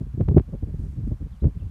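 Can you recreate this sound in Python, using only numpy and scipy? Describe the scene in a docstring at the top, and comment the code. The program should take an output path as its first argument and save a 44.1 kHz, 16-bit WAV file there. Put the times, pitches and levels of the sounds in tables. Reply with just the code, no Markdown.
"""Wind on a mountainside

Wind rumbles on the microphone, and stronger eddies (swirls of air) thump it. The hardest ones
add a deep thud and a dull tick. Behind this the far air hisses, something dry rustles briefly
and a distant bird gives a few sliding chirps."""
import sys
import numpy as np
from scipy import signal
from scipy.io import wavfile

SR = 44100
rng = np.random.default_rng(int(sys.argv[2]) if len(sys.argv) > 2 else 0)


def store_pcm(level_fs):
    """Save levels as 16-bit WAV."""
    pcm = np.round(np.clip(level_fs, -1, 1) * 32767).astype(np.int16)
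    wavfile.write(sys.argv[1], SR, np.atleast_2d(pcm).T)


N = 74970
TIME = np.arange(N) / SR


def wind_rumble():
    """Rough air flowing over the microphone rumbles; a weaker flow is quieter and duller."""
    # strength of the flow (time [s], level [dB])
    flow = [(0, -41), (.025, -33), (.115, -37), (.14, -36), (.25, -26.5), (.34, -24), (.41, -43.5),
            (.445, -36.5), (.485, -37.5), (.59, -35.5), (.66, -33.5), (.84, -32.5), (.93, -36),
            (1.04, -26.5), (1.13, -29.5), (1.185, -42.5), (1.232, -24.5), (1.275, -43), (1.33, -35),
            (1.395, -46), (1.46, -27.5), (1.525, -38.5), (1.6, -33.5), (1.675, -37.5), (1.7, -42.5)]
    # tone of the rumble (frequency [Hz], relative level [dB])
    spectrum = [(30, -22), (39, -11.5), (52, 19.5), (90, -5.5), (160, 2.5), (260, -30.5), (400, -45),
                (650, -42.5), (1200, -56.5)]
    strong_flow_db, flutter_db, upper_hz = -23.5, 4, 300
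    flow_db = np.interp(TIME, *np.transpose(flow))
    # bands above upper_hz flutter and follow the flow by this extra amount, lower ones less so
    upper_db = flutter_db * drift(25) + 0.32 * (flow_db - strong_flow_db)
    bands = noise_bands(spectrum, steady=True)
    noise = sum(band * from_db(upper_db * min(hz / upper_hz, 1)) for hz, band in bands)
    return from_db(flow_db + 1) * noise


def eddy_thumps():
    """Each eddy hits the microphone as a short swell of low noise with its own brightness."""
    # eddies (time [s], rise time [s], level [dB], brightness [dB per octave])
    eddies = [(.016, 0.0088, -28, 2.5), (0.07, 0.0033, -36, 1), (0.145, 0.0068, -26, -5),
              (0.179, 0.0045, -21, 0.5), (0.209, 0.0094, -19, 4), (.289, 0.007, -17, 2.7),
              (0.317, 0.011, -21.5, 2.5), (0.348, .003, -18.5, 2), (0.371, 0.0058, -7, 3.5),
              (0.378, 0.003, -15.5, 3.5), (0.403, 0.0058, -20, 0.5), (0.491, 0.0099, -34.5, .5),
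              (0.54, 0.011, -32.5, 7.5), (0.633, 0.0059, -22, 0.5), (.687, 0.022, -34, 1.5),
              (0.744, 0.005, -28, -0.5), (0.798, 0.01, -25, -3.5), (0.85, 0.03, -34.5, -0.5),
              (0.988, 0.02, -28, -2.5), (1.076, 0.0054, -21.5, -1), (1.12, 0.0073, -25, 2.5),
              (1.223, 0.015, -30.5, 0), (1.268, 0.0061, -39, 2), (1.426, 0.0046, -25, 0),
              (1.45, 0.013, -18.5, 1.35), (1.474, 0.012, -27.5, 2), (1.567, 0.012, -29.5, -4),
              (1.624, .014, -32.5, -1.5), (1.661, 0.019, -31.5, -8.5)]
    # tone of a thump (frequency [Hz], relative level [dB])
    spectrum = [(30, -25), (45, -8.5), (85, 2), (150, -3), (250, -13), (450, -25), (780, -51),
                (1100, -73.5), (2500, -87.5)]
    # borders between the low, middle and high groups of bands (frequency [Hz])
    borders = [110, 320]
    boost_db, pivot_hz, top_hz = 2.5, 93, 700
    hz, bands = map(np.array, zip(*noise_bands(spectrum, steady=True)))
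    octaves = np.log2(np.minimum(hz, top_hz) / pivot_hz)
    groups = np.digitize(hz, borders)
    out = np.zeros(N)
    for at, rise_s, db, brightness in eddies:
        shape = swell(at, rise_s, fall_stretch=1.18)
        gains = from_db(boost_db + db + brightness * octaves)
        for group in np.unique(groups):
            noise = ((groups == group) * gains) @ bands
            # keep the thump's strength the same whatever the noise does at that moment
            power_in_swell = np.average(noise ** 2, weights=shape ** 2)
            out += shape * noise * np.sqrt(np.mean(noise ** 2) / power_in_swell)
    return out


def deep_thuds():
    """A large eddy pushes and pulls the microphone's thin membrane about once."""
    # pressure swings in the hardest eddies (time [s], level [dB], pitch [Hz])
    swings = [(.214, -15.5, 76), (.294, -7.5, 68), (0.382, -5.5, 85.4), (1.43, -13, 65.3),
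              (1.457, -12.5, 70)]
    half_length_cycles = 0.7
    out = np.zeros(N)
    for at, db, hz in swings:
        cycles = (TIME - at) * hz
        shape = np.exp(-(cycles / half_length_cycles) ** 2)
        out -= from_db(db) * shape * np.sin(2 * np.pi * cycles)
    return out


def dull_ticks():
    """A sudden kink in air pressure: one low swing that starts sharply and dies at once."""
    # kinks in the hardest eddies (time [s], level [dB], treble cutoff [Hz])
    kinks = [(0.2104, -19, 3500), (0.2867, -15.5, 6000), (.3820, -10, 3800), (0.3971, -19, 3950),
             (1.4423, -23.5, 4920), (1.453, -28.5, 3000)]
    body_hz = 258.3
    out = np.zeros(N)
    for at, db, cutoff_hz in kinks:
        phase = 2 * np.pi * body_hz * np.maximum(TIME - at, 0)
        kink = np.e * phase * (1 - phase / 2) * np.exp(-phase)
        out += from_db(db) * filtered(kink, 2, cutoff_hz, "low")
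    return out


def far_air():
    """Wind over the slope and trees makes a smooth hiss."""
    # tone of the hiss (frequency [Hz], relative level [dB])
    spectrum = [(100, -2.5), (500, -2.5), (1000, -2.5), (2000, -10), (3200, -14.5), (5000, -18.5),
                (7800, -20.5), (10500, -22), (14000, -24.5)]
    return from_db(-64) * sum(band for hz, band in noise_bands(spectrum))


def dry_rustle():
    """Faint swishes of high noise, made grainy by a fast flicker in level."""
    # swishes (time [s], rise time [s], level [dB])
    swishes = [(.83, 0.079, -73), (0.94, 0.043, -80), (1.079, 0.027, -75.5), (1.37, 0.024, -78)]
    # tone of the rustle (frequency [Hz], relative level [dB])
    spectrum = [(2500, -10), (5000, 0), (7500, 4.5), (10000, -2), (14000, -18)]
    level = sum(from_db(db) * swell(at, rise_s) for at, rise_s, db in swishes)
    grain = from_db(3 * drift(90))
    return level * grain * sum(band for hz, band in noise_bands(spectrum))


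def distant_bird():
    """A bird whistles almost pure notes, each sliding smoothly through three pitches."""
    # notes (time [s], length [s], start [Hz], middle [Hz], end [Hz], relative level [dB])
    chirps = [(1.315, .033, 4250, 3480, 3000, 0), (1.344, .029, 3950, 3020, 2750, -2),
              (1.400, .027, 2500, 3950, 3850, -2.5), (1.589, .052, 3800, 2660, 3200, .5)]
    bird_db, flicker_db = -67.5, 1.2
    out = np.zeros(N)
    for at, length, start_hz, middle_hz, end_hz, db in chirps:
        progress = np.clip((TIME - at) / length, 0, 1)
        curve = np.polyfit([0, .5, 1], [start_hz, middle_hz, end_hz], 2)
        hz = np.polyval(curve, progress)
        level = from_db(bird_db + db + flicker_db * drift(92))
        shape = np.sqrt(np.abs(np.sin(np.pi * progress)))
        out += level * shape * np.sin(2 * np.pi * np.cumsum(hz) / SR)
    return out


def from_db(db):
    """Turn decibels into a number to multiply by."""
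    return 10 ** (np.asarray(db) / 20)


def unit_power(x):
    """Scale a wave so that its average power is 1."""
    return x / np.sqrt(np.mean(x ** 2) + 1e-20)


def filtered(x, order, hz, kind):
    """Keep the "low", "high" or "band" part of a wave; a higher order cuts more steeply."""
    return signal.sosfilt(signal.butter(order, hz, kind, fs=SR, output="sos"), x)


def drift(rate_hz):
    """A smooth random wander, typically about 1 in size."""
    step, warm_up = 40, 2000
    memory = np.exp(-2 * np.pi * rate_hz * step / SR)
    noise = rng.standard_normal(N // step + warm_up + 2)
    slow = signal.lfilter([1], [1, -2 * memory, memory ** 2], noise)[warm_up:]
    return np.interp(np.arange(N) / step, np.arange(len(slow)), unit_power(slow))


def noise_bands(spectrum, steady=False):
    """Give half-octave slices of noise as (centre [Hz], wave); their powers add up to 1."""
    hz, db = np.transpose(spectrum)
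    edges = 20 * 2 ** np.arange(0, 9.6, .5)
    centres = np.sqrt(edges[1:] * edges[:-1])
    power = from_db(np.interp(np.log(centres), np.log(hz), db)) ** 2 * np.diff(edges)
    power *= (edges[1:] > hz[0]) & (edges[:-1] < hz[-1])
    for k in np.flatnonzero(power):
        band = filtered(rng.standard_normal(2 * N), 2, edges[k:k + 2], "band")
        if steady:  # flatten the noise's own swells
            band = band / np.abs(signal.hilbert(band))
        band = filtered(band, 4, min(edges[k + 1] * 1.4, .45 * SR), "low")
        yield centres[k], np.sqrt(power[k] / power.sum()) * unit_power(band[N // 2:N // 2 + N])


def swell(peak_s, rise_s, fall_stretch=1):
    """A quick rounded rise to a peak, then a fall with a longer tail."""
    offset = np.clip((TIME - peak_s) / rise_s, -6, 12)
    return np.where(offset < 0, np.exp(-offset ** 2), 1 / np.cosh(np.pi / 2 * offset / fall_stretch))


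def scene():
    """Wind on the microphone in front of the quiet slope, in one channel."""
    wind = wind_rumble() + eddy_thumps() + deep_thuds() + dull_ticks()
    return (wind + far_air() + dry_rustle() + distant_bird())[None]


def record(dry):
    """Turn down the deepest bass, round off the peaks and cut the highest treble."""
    bass_hz, ceiling, treble_hz = 33, 1.1, 14350
    x = filtered(dry, 4, bass_hz, "high")
    x = ceiling * np.tanh(x / ceiling)
    return signal.sosfilt(signal.ellip(10, .2, 70, treble_hz, fs=SR, output="sos"), x)


dry = scene()
out = record(dry)
store_pcm(out)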